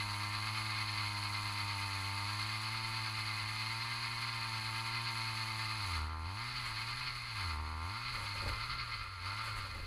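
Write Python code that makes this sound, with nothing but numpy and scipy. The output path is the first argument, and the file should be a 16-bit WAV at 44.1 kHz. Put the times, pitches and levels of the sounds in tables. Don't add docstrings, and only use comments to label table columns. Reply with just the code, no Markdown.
import sys
import numpy as np
from scipy import signal
from scipy.fft import rfft, irfft, next_fast_len
from scipy.io import wavfile
from scipy.ndimage import uniform_filter1d

SR = 44100
rng = np.random.default_rng(int(sys.argv[2]) if len(sys.argv) > 2 else 0)


def bounce(signal):
    frames = np.transpose(np.atleast_2d(signal))
    limited = np.clip(frames, -1, 1)
    pcm = np.round(limited * 32767).astype(np.int16)
    wavfile.write(sys.argv[1], SR, pcm)


N = 434826

GEAR_RATIO = 11.92
# level in dB,
# dB per Hz above cruise, dB per dB of throttle, dB under strain, dB in a stall, dB when fully sunk.
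CLATTER_RESPONSE = (-40.5, 0.1051, 0.8157, 3.2, -9, 0.6)


def undb(db):
    return 10 ** (np.asarray(db) / 20)


def unit(x):
    return x / np.sqrt(np.mean(x ** 2))


def curves(table):
    seconds, *columns = np.transpose(table)
    return [np.interp(np.arange(N) / SR, seconds, column) for column in columns]


def walk(rate):
    step = max(int(SR / rate), 2)
    points = rng.standard_normal(N // step + 2)
    path = np.interp(np.arange(N) / step, np.arange(len(points)), points)
    return unit(uniform_filter1d(path, step // 2))


def bump(s, length):
    return np.exp(-np.minimum(((np.arange(N) / SR - s) / length) ** 2, 20))


def noise(spectrum):
    size = next_fast_len(N)
    hz, db = np.transpose(spectrum)
    log_hz = np.log(np.fft.rfftfreq(size, 1 / SR) + 1)
    gain = undb(np.interp(log_hz, np.log(hz), db))
    return unit(irfft(rfft(rng.standard_normal(size)) * gain, size)[:N])


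def ring(x, modes, size=4096):
    f = np.fft.rfftfreq(size, 1 / SR) + 1
    gain = 0
    for hz, width, db in modes:
        peak = undb(db) / (1 + (2 * (f - hz) / width) ** 2)
        gain = gain + peak * np.minimum(f / hz, 1) ** 2
    cepstrum = irfft(np.log(gain))
    response = irfft(np.exp(rfft(2 * cepstrum[:size // 2], size)))
    return unit(signal.oaconvolve(x, response)[:N])


def controls():
    # time in seconds, firing rate in Hz.
    speed = [(0, 103.5), (0.19, 103), (0.6, 108.8), (1.1, 103.1), (1.47, 104), (2.04, 97.66), (2.46, 106.8),
             (2.85, 112.6), (3.42, 106.2), (3.91, 116.9), (4.35, 115.8), (4.62, 110.5), (5.0, 116.3),
             (5.29, 111.8), (5.77, 109.7), (5.98, 77), (6.25, 81.15), (6.43, 119.7), (6.58, 125.7),
             (6.76, 107.4), (7.02, 127.2), (7.3, 116.7), (7.54, 74.94), (7.84, 80.95), (7.96, 114.1),
             (8.1, 125.6), (8.2, 102.2), (8.5, 99.96), (8.74, 127.5), (9.21, 87.03), (9.42, 113.6),
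             (9.8, 85.9)]
    # time in seconds, strength of the firings in dB.
    throttle = [(0, -0.7), (2.2, -0.9), (4.2, -2.5), (4.69, -1.5), (6.36, -1.45), (6.54, -4), (6.85, -3.5),
                (7.05, -5), (7.29, -7), (7.4, -2.4), (7.92, -0.9), (8.06, -5), (8.21, -3.5), (8.62, -4.5),
                (8.79, -7), (9.17, -9.5), (9.26, -2.5), (9.39, -2.5), (9.55, -5.5), (9.85, -10.5)]
    # time in seconds, share of the way from 0 to 1.
    sinking = [(0, 0.08), (6, 0.12), (7.3, 0.26), (8.7, 1), (9.86, 1)]
    # start in seconds, length in seconds, depth of the stall (a plain factor).
    stalls = [(6.095, 0.086, 1.12), (7.592, 0.2, 0.78), (9.134, 0.031, 0.33)]
    flywheel_s = 0.048
    stop_s, restart_s = 0.2, 0.51
    strain_lead_s, strain_s = 0.11, 0.11

    t = np.arange(N) / SR
    hz = uniform_filter1d(curves(speed)[0], max(int(flywheel_s * SR), 1), mode="nearest")
    strain, stall = np.zeros(N), np.zeros(N)
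    for s, length, depth in stalls:
        strain += depth * bump(s - strain_lead_s, strain_s)
        corners = [s - stop_s, s, s + length, s + length + restart_s]
        stall += depth * np.interp(t, corners, [0, 1, 1, 0]) ** 2
    return hz, curves(throttle)[0], strain, stall, curves(sinking)[0]


def loudness(response, state):
    cruise_hz = 107
    hz, throttle_db, strain, stall, sink = state
    base_db, db_per_hz, throttle_share, strain_db, stall_db, sunk_db = response
    running_db = base_db + db_per_hz * (hz - cruise_hz) + throttle_share * throttle_db
    return running_db + strain_db * strain + stall_db * stall + sunk_db * sink


def firings(turns, scatter_db, jitter_s):
    count = np.arange(1, int(turns[-1]))
    chance = rng.standard_normal((len(count), 2))
    at = np.interp(count, turns, np.arange(N)) + jitter_s * SR * chance[:, 0]
    at = np.clip(at, 0, N - 2)
    strength = undb(scatter_db * chance[:, 1])
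    i = at.astype(int)
    return np.bincount(i, strength * (1 - at + i), N) + np.bincount(i + 1, strength * (at - i), N)


def off_snow(x, sink, share):
    high_lag_s, sunk_lag_s = 0.0011, 0.00067
    lag_s = high_lag_s + (sunk_lag_s - high_lag_s) * sink
    n = np.arange(N)
    return x + share * np.interp(n - lag_s * SR, n, x)


def exhaust(turns, state):
    # pitch in Hz, width in Hz, relative level in dB.
    muffler_low = [(464, 64, -17), (568, 165, -7.5), (774, 240, -5), (908.4, 73, 7.5), (1048, 65, 6),
                   (1192, 170, 5.5)]
    muffler_high = [(1215.5, 104, -0.98), (1362, 92, -1)]
    # frequency in Hz, relative level in dB.
    tailpipe = [(150, -17.5), (210, -12), (250, -10.5), (320, -13.5), (380, -16.5), (420, -26.5),
                (480, -23.5), (540, -41), (700, -58)]
    # level in dB, dB per Hz
    # above cruise, dB per dB of throttle, dB under strain, dB in a stall, dB when fully sunk.
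    throb_response = (-44, -0.14, 0.9, 1.8, -1, -1)
    growl_response = (-46, 0.015, 2.15, 1, -1, -1)
    low_response = (-47, -0.1047, 1.52, -1, -2.5, 4)
    high_response = (-51.5, .06, 1, 8.0, 2.5, 10.5)
    low_swell_db, high_swell_db = 0.9, 1.7

    hz, sink = state[0], state[-1]
    bogging = np.clip((95 - hz) / 18, 0, 1)
    lope = 1 + 0.23 * bogging * np.cos(np.pi * turns + 2.0 * walk(5))
    throb = unit(-np.cos(2 * np.pi * turns)) * lope

    growl = np.zeros(N)
    for k in range(2, 7):
        overtone_db = np.interp(k * hz, *np.transpose(tailpipe)) + 0.53 * walk(20)
        growl += np.sqrt(2) * undb(overtone_db) * np.cos(2 * np.pi * k * (turns - 1 / 4))

    pulses = unit(firings(turns, scatter_db=0.66, jitter_s=0.000022))
    gas_decay = np.exp(-(turns % 1) / 0.5)
    puff = unit(gas_decay * rng.standard_normal(N) * undb(loudness(CLATTER_RESPONSE, state)))
    low = ring(off_snow(pulses + undb(-14.5) * puff, sink, share=0.39), muffler_low)
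    high = ring(pulses + undb(-3) * puff, muffler_high)

    throb_db = loudness(throb_response, state) + (0.4 + 0.85 * sink) * walk(25)
    growl_db = loudness(growl_response, state) + 2 * sink * walk(9)
    gear = 2 * np.pi * turns / GEAR_RATIO
    low_db = loudness(low_response, state) + low_swell_db * np.cos(gear - 1.8)
    high_db = loudness(high_response, state) + high_swell_db * np.cos(gear - 0.6)
    return throb * undb(throb_db) + growl * undb(growl_db) + low * undb(low_db) + high * undb(high_db)


def machinery(turns, state):
    # pitch in Hz, width in Hz, relative level in dB.
    casing = [(1038, 143, -12), (1195, 380, -4), (1616, 56, -2), (1793, 42, -3), (2076, 111, 4),
              (2189, 25, 2.5), (2492, 264, -1), (2884, 136, -10.5), (3093, 47, -5), (3494, 580, -11.5),
              (4007, 186, -9), (4287, 318, 0), (4573, 213, -5.5), (4944, 365, -13)]
    # pitch in Hz, width in Hz, relative level in dB.
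    hiss_bands = [(5770, 360, -8), (6230, 210, -3), (6684, 230, -4), (7140, 130, -6.5), (7800, 610, -8.5),
                  (8400, 270, -15.5), (9670, 1030, -7), (10535, 1040, -3), (13400, 500, -22),
                  (13150, 770, -16.5), (14540, 600, -18)]
    # level in dB, dB per Hz above cruise,
    # dB per dB of throttle, dB under strain, dB in a stall, dB when fully sunk.
    hiss_response = (-55, -0.0156, 0.95, 1, -12.0, -2.5)

    gear = 2 * np.pi * turns / GEAR_RATIO
    swell = np.cos(gear) + np.cos(2 * gear + np.pi / 2) / 2

    impacts_db = 1.05 * swell + 1.0 * walk(45) + 1.0 * walk(700)
    impacts_db += 0.5 * np.cos(2 * np.pi * (turns - 0.35))
    clatter = ring(rng.standard_normal(N) * undb(impacts_db), casing)

    gas_db = 0.25 * swell + 0.79 * walk(45) + 1.2 * walk(900)
    gas_db += 2.0 * np.cos(2 * np.pi * (turns - 0.2))
    hiss = ring(rng.standard_normal(N) * undb(gas_db), hiss_bands)

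    clatter_db = loudness(CLATTER_RESPONSE, state) + 0.06
    return clatter * undb(clatter_db) + hiss * undb(loudness(hiss_response, state))


def weather():
    # peak time in seconds, length in seconds,
    # level in dB about which they flutter.
    gusts = [(6.6, 0.15, -60), (7.16, 0.31, -61), (8.201, 0.086, -52.5), (8.48, 0.069, -44),
             (8.84, 0.26, -53.5), (9.596, 0.11, -52), (9.837, 0.076, -47)]
    # frequency in Hz, relative level in dB.
    buffet = [(10, -18), (35, -8.5), (60, -11.5), (110, -20), (200, -33.5), (500, -34), (2000, -61)]
    air = [(20, -58), (100, 15.5), (170, 6.5), (270, -1.5), (450, -12), (800, -0.5), (2000, 9.5),
           (6000, -32), (15000, -55)]

    wind = undb(-60.5) * np.ones(N)
    for s, length, db in gusts:
        wind += undb(db) * bump(s, length)
    flutter_db = 1.2 * walk(12)
    return noise(buffet) * wind * undb(flutter_db) + noise(air) * undb(-58.0)


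def ice(sink):
    # peak time in seconds, length in seconds, thud level in dB, crackle level in dB.
    crunches = [(6.677, 0.026, -68, -44.5), (6.78, 0.016, -72, -57), (8.159, 0.025, -53, -50),
                (8.233, 0.027, -51, -50), (8.366, 0.029, -58, -54), (8.454, .04, -47, -68),
                (8.488, 0.012, -52, -43), (8.527, 0.023, -61, -67), (9.454, 0.02, -66, -50),
                (9.489, 0.032, -55, -50), (9.582, 0.018, -57, -46), (9.666, .025, -57, -59),
                (9.764, .06, -59, -62)]
    # frequency in Hz, relative level in dB.
    thud_colour = [(30, -10), (70, 10), (150, 9), (220, 5), (310, 3), (430, 1), (570, 11), (700, -15),
                   (850, 7.5), (2000, -71)]
    crackle_colour = [(400, -26), (1200, 15), (3300, 5), (4600, -29), (6000, -8), (10500, -4.5),
                      (15000, -22)]
    chips_per_s, chip_s = 14, 0.015
    chip_thud_db, chip_crackle_db = -68, -59

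    lands = rng.random(N) < chips_per_s * sink ** 2 / SR
    chips = signal.lfilter([1], [1, -np.exp(-1 / (chip_s * SR))], lands * 1.0)
    thud, crackle = chips * undb(chip_thud_db), chips * undb(chip_crackle_db)
    for s, length, thud_db, crackle_db in crunches:
        press = bump(s, length)
        thud += undb(thud_db) * press
        crackle += undb(crackle_db) * press
    lumpy = unit(noise(thud_colour) * undb(3 * walk(140)))
    grainy = unit(noise(crackle_colour) * undb(2.7 * walk(600)))
    return thud * lumpy + crackle * grainy


def scene():
    state = controls()
    turns = np.cumsum(state[0]) / SR
    sag = 0.011 * np.sin(2 * np.pi * turns / GEAR_RATIO)
    turns = turns + 0.012 * walk(22) + sag
    engine = exhaust(turns, state) + machinery(turns, state)
    return (engine + weather() + ice(state[-1]))[None]


def record(dry):
    top_cut = signal.ellip(10, 0.2, 70, 15300, fs=SR, output="sos")
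    return signal.sosfilt(top_cut, dry)


dry = scene()
out = record(dry)
bounce(out)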